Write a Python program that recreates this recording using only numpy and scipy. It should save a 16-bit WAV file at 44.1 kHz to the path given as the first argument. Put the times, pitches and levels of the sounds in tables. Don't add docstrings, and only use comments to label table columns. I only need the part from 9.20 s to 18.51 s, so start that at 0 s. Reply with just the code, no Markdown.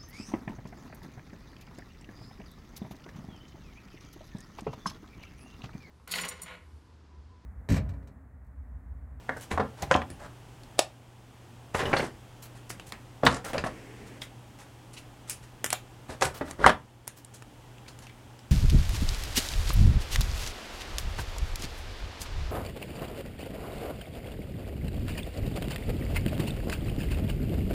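import sys
import numpy as np
from scipy import signal
from scipy.fft import rfft, irfft
from scipy.io import wavfile

SR = 44100
rng = np.random.default_rng(int(sys.argv[2]) if len(sys.argv) > 2 else 0)


def unload_audio(sound):
    columns = np.transpose(np.atleast_2d(sound))
    steps = np.round(np.clip(columns, -1, 1) * 32767)
    wavfile.write(sys.argv[1], SR, steps.astype(np.int16))


N = 410571
LENGTH, LEAD = 16384, 400
AGE = np.arange(LENGTH) / SR
FREQS = np.arange(LENGTH // 2 + 1) * SR / LENGTH
# thump, body, clack, edge and crack. These are their pitches in Hz.
TONE_HZ = [140, 600, 1500, 3400, 8000]

KNOCK_TONE = [-5.5, 1, -4, -14, -29.5]
HARD_SHARE = [0.028, 0.013, 0.29, 0.91, 1]
HEAVY_SHARE = [0.93, -0.032, -0.27, -0.028, -0.15]
# pitch in Hz, level in dB, ring time in seconds.
TABLE_NOTES = [(84, 2, .2), (138, -3, .18), (228, -4, .14), (260, -3, .15), (464, -4, .11), (533, -2, .11),
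               (620, -6, .06), (743, -2, .07), (927, -2, .07), (1001, -3, .06), (1162, -4, .09),
               (1248, -4, .09), (1381, -4, .07), (1672, -5, .07), (1729, -5, .09), (1851, -5, .08)]
# start in seconds, level in dB, hardness in dB, heaviness in dB, scuff in seconds,
# the thing's own pitch in Hz, boost at that pitch in dB, echo level in dB.
KNOCKS = [(0.093, 9, -7, 1, 0.0015, 1660, 11.5, 1), (0.165, -8.5, -15, 12, 0.0066, 1500, 12.5, -0.5),
          (0.3152, 0, 6, 18, 0.0013, 1920, 14.5, 0), (0.376, 10, -12, -9, 0.0036, 1100, 7, -0.5),
          (0.3973, 14, -15.5, 4, 0.0075, 282, 6, 0.5), (0.6255, -1.5, 4.5, 15, 0.0069, 805, 8, 1.5),
          (0.7125, 22, -12.5, -7, 0.002, 2720, 10, 0.5), (0.7412, 4.5, 0, 3, 0.002, 2950, 20.5, 2.5),
          (0.7517, 16.5, -22, 3.5, 0.0024, 1020, 11.5, 0), (0.818, 3.5, -3, 0, 0.002, 2800, 7.5, -6),
          (2.547, 12.5, -8, -2, 0.0034, 2700, 7.5, -3), (2.593, 4.5, 2, 3.5, 0.0098, 2000, 8, 6),
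          (2.635, 5, -19, 7, 0.0021, 497, 12, -4), (2.655, 3, -0.5, -1, 0.0045, 3050, 7.5, 3),
          (2.7305, 11, -6, 1, 0.0064, 2330, 13.5, -2), (2.7378, 15.5, -10, -4, 0.002, 920, 4, 1),
          (2.766, 7.5, 1, -2, 0.0046, 4300, 10.5, 1.5), (2.796, 7, -6, 4, 0.0058, 2390, 11, -4),
          (2.828, 5.5, -8, 8.5, 0.0046, 380, 7.5, -3.5), (4.0343, 13.5, -11, 4.5, 0.0031, 812, 8, 3),
          (4.0487, 4.5, 0, 11, 0.0024, 550, 9.5, 12), (4.0657, 14, 7, -16, 0.0012, 4000, 13.5, -2.5),
          (4.069, 20.5, 4.5, 0.5, 0.002, 1150, 7, -2.5), (4.345, 1.5, -27, -2, 0.0043, 510, 10, -5),
          (4.356, 5, -24, -1, 0.0016, 580, 7, -3), (4.38, 1.5, 0, -3, 0.003, 2490, 14, 1),
          (4.4394, 7.5, -6, 5, 0.0019, 1660, 9, 0.5), (4.4635, 3.5, -15, -1, 0.0018, 680, 10, -4),
          (6.5293, 5.5, -17, -30, 0.00068, 686, 9, -10), (6.893, -5.5, -11, 14, 0.0047, 900, 2.5, 0),
          (7.0115, -5, 5.5, 7, 0.002, 7800, 25.5, -11), (7.018, 11, -14, -5.5, 0.0035, 3600, -8, 10),
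          (7.0223, 15, -4.5, -16, 0.0029, 6540, 19, -8), (7.053, -10.5, 12, 35, 0.0024, 7500, 15, -4),
          (7.2109, 10.5, -17.5, -1, 0.0052, 676, -11, 0.5), (7.4429, 17, -11, -47, 0.0012, 1410, 7, 1.5),
          (7.463, 26, -1, -6, 0.0023, 825, 6, -7.5), (7.476, 16.5, 0, -1, 0.0036, 3300, 6.5, 3.5),
          (7.4938, 17.5, 0.5, -5, 0.0034, 1460, 2, -1.5)]

def knocks():
    direct, to_room = np.zeros(N), np.zeros(N)
    for start, db, hard_db, heavy_db, scuff_s, own_hz, boost_db, echo_db in KNOCKS:
        tone = np.array(KNOCK_TONE) + db + hard_db * np.array(HARD_SHARE)
        tone += heavy_db * np.array(HEAVY_SHARE)
        bounce_delay = round(0.007 * SR * rng.uniform(.6, 1.4))
        drag = scuff_s / 0.0031
        hit, bounce = [blow(TABLE_NOTES, ring_db=-43, click_hz=3070, chatter_db=5.5 + 10 * np.log10(drag),
                            rise_s=scuff_s, fade_s=0.02 * drag) for _ in range(2)]
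        contact = hit + from_db(-7.5) * np.pad(bounce, (bounce_delay, 0))[:LENGTH]
        contact = resonate(contact, hz=340, db=-0.5, q=1.9)
        contact = resonate(contact, own_hz, boost_db, q=4)
        sound = from_db(-4.5) * shape_tone(contact, tone, sub_db=-20, top_db=-31 + 0.59 * hard_db,
                                           ripple=0.19)
        sound = crackle_before(sound, db=-18, rise_s=0.0043)
        add(direct, start - LEAD / SR, sound)
        add(to_room, start - LEAD / SR, from_db(echo_db) * sound)
    return direct, to_room

# pitch in Hz, level in dB, ring time in seconds.
ROOF_NOTES = [(365, -13, .09), (452, -11, .06), (540, 0, .03), (615, 5, .027), (700, 2, .024),
              (830, -2, .028), (960, -1, .028), (1240, -7, .04), (2825, -3, .015), (3750, -1, .015),
              (4130, 5, .014), (4500, 4, .014), (5320, 6, .012), (9100, 4, .012)]
# start in seconds, then thump, body, clack, edge and crack in dB.
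SNAPS = [(1.5917, 6, 28.5, 13, 18.5, 14)]

def shingle_snap():
    out = np.zeros(N)
    for start, *tone in SNAPS:
        contact = blow(ROOF_NOTES, ring_db=-32.5, click_hz=9000, chatter_db=5, rise_s=0.0009, fade_s=0.02)
        sound = from_db(-11.5) * shape_tone(contact, tone, sub_db=-21, top_db=-24, ripple=0.074)
        add(out, start - LEAD / SR, crackle_before(sound, db=-21, rise_s=0.0086))
    return out

CLICK_TONE = [-5, -3, 0, -4, -4.5]
# pitch in Hz, level in dB, ring time in seconds.
CARD_NOTES = [(760, -2, .03), (1250, -3, .03), (1700, -2, .025), (3600, -3, .015), (5300, 2, .012),
              (7300, 2, .012), (9300, 4, .012)]
# start in seconds, level in dB, brightness in dB per octave, echo level in dB,
# the thing's own pitch in Hz, boost at that pitch in dB (a dip if negative).
CLICKS = [(0.1995, -21, -2, -8, 9000, 6), (0.2105, -19, -0.5, -6, 10000, 10),
          (0.3165, -14, -3, -4, 6500, 11), (0.6235, -10.5, 1.5, -9, 6100, 8.5),
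          (0.7128, -6, -5, 1, 6200, 21), (0.7415, -12, -5.5, 2, 5200, 16),
          (0.7625, -11.5, -3, -6, 6600, 13.5), (0.903, -9, -5, -1, 9500, 9.5),
          (1.435, -23, -0.5, -5, 4000, 4), (2.785, -1.5, -3.5, 4, 8500, 0), (3.5036, -2, -3, -5.5, 1500, 3),
          (3.598, -12, -3, -2.5, 3000, 7), (3.7228, -0.5, -3.5, -5, 1500, -3),
          (4.053, -8.5, 3.5, 0, 10600, -2), (4.0615, -11, -2.5, -5, 10000, 1),
          (4.1455, -10, -5, -3, 7600, 18), (4.249, -16.5, -1.5, -4, 8800, 20),
          (4.3332, -8.5, -2, 4.5, 2520, 8), (4.3815, -9, -6, 1.5, 4600, 21.5),
          (5.0195, -22.5, -5, -1, 2430, 21.5), (6.0975, -11, 6, 2.5, 2450, 6.5),
          (6.4436, 8, 0.5, -3, 4340, -14), (6.4624, 4, -1.5, -26, 4000, -14), (6.5043, -3, 2, -4, 2500, 7),
          (6.527, -6, 1, -8, 2220, 13), (6.5296, 3, 2.4, -5.5, 2500, 5), (7.3112, -3, -5, -13, 9600, 9),
          (7.464, 1.5, -1.5, -1, 9630, 10), (7.8728, -10, -5, -9.5, 9400, 8.5),
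          (7.878, 1.5, -1.5, -12, 10800, 11.5), (8.0478, -21.5, 2.5, -14, 9000, 9),
          (8.2233, -12, -2.5, -13, 4000, -3), (8.583, -31, -2, -10, 3000, 17),
          (8.684, -18, -2, 5.5, 8500, 5.5), (8.79, -17.5, 0, 0, 6000, -2.5),
          (8.869, -19, -2.5, -7, 2540, 14), (9.192, -25.5, -2.5, -8, 5600, 17.5)]

def card_clicks():
    direct, to_room = np.zeros(N), np.zeros(N)
    for start, db, brightness, echo_db, own_hz, boost_db in CLICKS:
        tone = tilt(CLICK_TONE, db, brightness)
        contact = blow(CARD_NOTES, ring_db=-58.5, click_hz=14700, chatter_db=-1.5,
                       rise_s=0.00028, fade_s=0.019)
        pulse = from_db(echo_db + 3.5) * signal.unit_impulse(LENGTH)
        for track, source in (direct, contact), (to_room, pulse):
            sound = from_db(-3.5) * shape_tone(source, tone, sub_db=-27, top_db=-14, ripple=0.84)
            sound = resonate(sound, own_hz, boost_db, q=3)
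            add(track, start - LEAD / SR, crackle_before(sound, db=-5, rise_s=0.00051))
    return direct, to_room

RUSTLE_TONE = [-5, 1, -2, -11.5, -14.5]
# start, end and swell time in seconds, level in dB, brightness in dB per octave,
# highest treble in dB compared with the crack.
RUSTLES = [(0.165, 0.172, 0.0027, -47, 5, -10), (0.208, 0.24, 0.0025, -43.5, 4, -8),
           (0.303, 0.335, 0.0095, -26, -2.5, -20), (0.567, 0.61, .008, -40, -0.5, -20),
           (0.617, 0.627, .004, -29.5, 0, -5), (0.688, 0.73, .01, -45, -2, -20),
           (0.99, 1.06, 0.012, -38, -2, -22), (2.54, 2.605, 0.0067, -25, 0, -19),
           (2.592, 2.72, 0.0037, -29.5, -3.5, -14), (2.74, 2.865, 0.0055, -32, -0.5, -26),
           (3.22, 3.25, 0.0063, -45, 5, -6), (3.35, 3.37, .004, -45, 2, -21),
           (3.492, 3.505, .004, -43.5, 9, -18), (3.66, 3.69, .008, -47, 5, -12),
           (4.079, 4.17, .004, -26.5, -1.2, -37), (4.241, 4.305, 0.0047, -29, -0.7, -7),
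           (4.331, 4.385, .004, -29, -3.5, -17), (4.44, 4.47, .004, -26.5, -2.2, -24),
           (4.855, 4.88, 0.011, -50, 3.5, -22), (5.009, 5.035, .008, -40.5, 4, -14),
           (5.385, 5.425, 0.0039, -45, 2, -22), (5.731, 5.742, 0.0026, -45, 5.5, -30),
           (5.768, 5.79, .004, -48, 6, -25), (6.073, 6.1, 0.0062, -43, 4, -26),
           (6.225, 6.236, .004, -45.5, 2.5, -24), (6.881, 6.925, .02, -30.5, -0.7, -22),
           (7.015, 7.058, 0.0067, -21.5, 1.9, -19), (7.14, 7.18, 0.0031, -36.5, 1.5, -4),
           (7.24, 7.312, 0.053, -35, 0, -13), (7.382, 7.44, 0.029, -28.5, -4, -28),
           (7.413, 7.475, .03, -23.5, -4, -22), (7.96, 7.982, 0.014, -43, 4, -7),
           (8.135, 8.158, 0.012, -44, 6, -21), (8.816, 8.838, .008, -44, 3, -24.5)]

def rustles():
    out = np.zeros(N)
    for start, end, swell_s, db, brightness, top_db in RUSTLES:
        swell = np.clip(AGE / swell_s, 0, 1)
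        fade = np.exp(-np.maximum(AGE - (end - start), 0) / 0.016)
        grip = from_db(np.interp(AGE, np.linspace(0, AGE[-1], 70), rng.uniform(-4, 3, 70)))
        hiss = unit_energy(rng.standard_normal(LENGTH))
        friction = np.sqrt(LENGTH) * unit_energy(fibres(per_s=8200, spread_db=2, count=14) + .5 * hiss)
        stroke = friction * grip * swell * fade
        tone = tilt(RUSTLE_TONE, db + 1.5, brightness)
        add(out, start, shape_tone(stroke, tone, sub_db=0, top_db=top_db, ripple=0.46))
    return out

def fibres(per_s, spread_db, count):
    pitches = np.geomspace(700, 14000, count)
    sizes = from_db(spread_db * np.minimum(rng.exponential(1, LENGTH), 4)) * rng.choice([-1, 1], LENGTH)
    clicks = sizes * (rng.random(LENGTH) < per_s / SR)
    band_of_click = rng.integers(0, count, LENGTH)
    rings = [rfft(unit_energy(clicks * (band_of_click == k))) * np.sqrt(at_hz(pitches, share, FREQS))
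             for k, share in enumerate(np.eye(count))]
    return irfft(sum(rings))

# start in seconds, length in seconds, level in dB, pitch in Hz.
CREAKS = [(5.016, 0.0092, -39, 3550), (5.764, 0.027, -48.5, 2730), (8.661, 0.0058, -54, 2280),
          (8.677, 0.0097, -53, 2610), (8.679, 0.013, -51, 4500), (8.893, .008, -52, 2250)]

def card_creaks(slips_per_s=1000):
    out = np.zeros(N)
    for start, length, db, hz in CREAKS:
        gaps = rng.uniform(.4, 1.6, 64)
        slip_samples = np.minimum(np.cumsum(gaps) * SR / slips_per_s, LENGTH - 1).astype(int)
        slips = np.zeros(LENGTH)
        slips[slip_samples] = gaps
        slips *= np.sqrt(np.abs(np.sin(np.pi * np.minimum(AGE / length, 1))))
        low, high = [unit_energy(signal.lfilter(*signal.iirpeak(pitch, Q=10, fs=SR), slips + 1e-18))
                     for pitch in (hz, hz * 1.35)]
        add(out, start, from_db(db) * np.sqrt(length * SR) * (low + from_db(-9.5) * high))
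    return out

# pitch in Hz, relative level in dB.
SLIDE_SPECTRUM = [(60, -33), (230, -2), (420, -7.5), (700, -17), (1400, -23), (1900, -16.5), (2600, -20.5),
                  (3400, -31.5), (8000, -32), (16000, -50)]

def table_slide(start=4.49, end=4.99, db=-48, fade_db_per_s=7, ramp_s=0.0073, wobble_db=0):
    age = np.arange(N) / SR - start
    rubbing = shaped_noise(SLIDE_SPECTRUM)
    moving = np.clip(np.minimum(age, end - start - age) / ramp_s, 0, 1)
    wobble = wobble_db * np.interp(age, np.linspace(0, end - start, 36), rng.standard_normal(36))
    return rubbing * moving * from_db(db + wobble - fade_db_per_s * np.maximum(age, 0))

# pitch in Hz, seconds to fade by 60 dB, level in dB.
ECHO_BANDS = [(99, 0.35, 0), (310, 0.28, -5), (1000, 0.24, -6.5), (3000, 0.2, -7.5), (8000, 0.16, -9.5),
              (16000, 0.2, -13.5)]

def room_echo(sound, build_up_s=0.0045):
    pitches, fade_times, levels = np.transpose(ECHO_BANDS)
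    onset = 1 - np.exp(-(AGE / build_up_s) ** 2)
    bands = np.array([at_hz(pitches, share, FREQS) for share in np.eye(len(pitches))])
    decays = np.array([from_db(db) * unit_energy(onset * dying(s)) for s, db in zip(fade_times, levels)])
    hop = LENGTH // 2
    crossfade = np.sin(np.pi * np.arange(LENGTH) / LENGTH)
    padded, out = np.pad(sound, (hop, LENGTH)), np.zeros(N + 3 * LENGTH)
    for i in range(0, N + hop, hop):
        band_noise = irfft(rfft(rng.standard_normal(LENGTH)) * bands)
        tail = np.sum(band_noise * decays, axis=0)
        out[i:i + 2 * LENGTH - 1] += signal.fftconvolve(padded[i:i + LENGTH] * crossfade, tail)
    return out[hop:hop + N]

# pitch in Hz, relative level in dB.
NOISE_SPECTRUM = [(15, -43), (28, -8.5), (58, -9.5), (85, -9.5), (120, -7.5), (170, -15), (290, -12.5),
                  (400, -18), (680, -20.5), (820, -17.5), (1100, -23.5), (2200, -29.5), (3200, -28.5),
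                  (3900, -35), (8000, -37), (16000, -47)]
# pitch in Hz, average level in dB.
MAINS_HUM = [(120, -53.5)]

def noise_and_hum():
    t = np.arange(N) / SR
    noise = from_db(-51.5) * shaped_noise(NOISE_SPECTRUM)
    waver_db = -1.5 * np.interp(t, np.linspace(0, t[-1], 40), rng.standard_normal(40))
    hum = sum(np.sqrt(2) * from_db(db) * np.sin(2 * np.pi * (hz * t + rng.random()))
              for hz, db in MAINS_HUM)
    return noise + hum * from_db(waver_db)

def blow(notes, ring_db, click_hz, chatter_db, rise_s, fade_s):
    swell = 1 - np.exp(-AGE / rise_s)
    chatter = from_db(chatter_db) * unit_energy(rng.standard_normal(LENGTH) * swell * dying(fade_s))
    click = np.exp(-2 * np.pi * click_hz * AGE)
    out = chatter + click / click.sum()
    for hz, db, ring_s in notes:
        out += rng.uniform(.6, 1.3) * from_db(ring_db + db) * np.cos(2 * np.pi * hz * AGE) * dying(ring_s)
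    return out

def crackle_before(sound, db, rise_s):
    time_left = np.arange(LEAD, 0, -1) / SR
    crackle = unit_energy(rng.standard_normal(LEAD) * np.exp(-time_left / rise_s))
    return signal.fftconvolve(sound, np.append(from_db(db) * crackle, 1))

def shape_tone(sound, tone, sub_db, top_db, ripple):
    thump, body, clack, edge, crack = tone
    pitches = [25, 65] + TONE_HZ[:3] + [1900, 2300] + TONE_HZ[3:] + [10000, 16000]
    levels = [thump + sub_db, thump, thump, body, clack, .85 * clack + .15 * edge,
              .35 * clack + .65 * edge, edge, crack, crack - 2, crack + top_db]
    spot_db = at_hz(np.geomspace(1400, 15000, 20), np.append(0, rng.uniform(-4.5, 3.5, 19)), FREQS)
    gains = from_db(at_hz(pitches, levels, FREQS) + ripple * spot_db)
    cepstrum = irfft(np.log(gains))
    cepstrum[1:LENGTH // 2] *= 2
    cepstrum[LENGTH // 2 + 1:] = 0
    response = irfft(np.exp(rfft(cepstrum)))
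    return signal.fftconvolve(sound, response)[:LENGTH]

def tilt(tone, db, db_per_octave):
    return np.array(tone) + db + db_per_octave * np.log2(np.array(TONE_HZ) / TONE_HZ[2])

def resonate(sound, hz, db, q):
    return sound + (from_db(db) - 1) * signal.lfilter(*signal.iirpeak(hz, q, fs=SR), sound)

def shaped_noise(spectrum):
    gains = from_db(at_hz(*np.transpose(spectrum), np.arange(N // 2 + 1) * SR / N))
    return np.sqrt(N) * unit_energy(irfft(rfft(rng.standard_normal(N)) * gains, N))

def from_db(db):
    return 10 ** (np.asarray(db) / 20)

def unit_energy(sound):
    return sound / np.sqrt(np.sum(sound ** 2) + 1e-20)

def at_hz(pitches, values, hz):
    return np.interp(np.log(np.maximum(hz, 1)), np.log(pitches), values)

def add(out, start_s, sound):
    start = max(round(start_s * SR), 0)
    out[start:start + len(sound)] += sound[:N - start]

def dying(seconds):
    return np.exp(-np.log(1000) * AGE / max(seconds, 1e-4))

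def scene():
    background = noise_and_hum()
    pop = shingle_snap()
    bumps, bumps_to_room = knocks()
    friction = table_slide() + card_creaks() + rustles()
    clicks, clicks_to_room = card_clicks()
    pop_to_room = signal.sosfilt(signal.butter(2, 700, "high", fs=SR, output="sos"), pop)
    echo = room_echo(bumps_to_room + friction + from_db(5.5) * clicks_to_room + from_db(-2) * pop_to_room)
    return (bumps + friction + clicks + pop + echo + background)[None]

def gain_control(sound, threshold_db, release_db_per_s, attack_s):
    recovery_db = release_db_per_s * np.arange(N) / SR
    over_db = np.maximum(20 * np.log10(np.abs(sound) + 1e-9) - threshold_db, 0)
    held_db = np.maximum.accumulate(over_db + recovery_db, axis=-1) - recovery_db
    smoothing = np.exp(-1 / (attack_s * SR))
    return sound * from_db(-signal.lfilter([1 - smoothing], [1, -smoothing], held_db))

def record(dry):
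    ducked = gain_control(dry, threshold_db=-6, release_db_per_s=14.5, attack_s=0.24)
    treble_cut = signal.ellip(12, .1, 100, 16100, fs=SR, output="sos")
    return signal.sosfilt(treble_cut, np.clip(ducked, -1, 1))

dry = scene()
out = record(dry)
unload_audio(out)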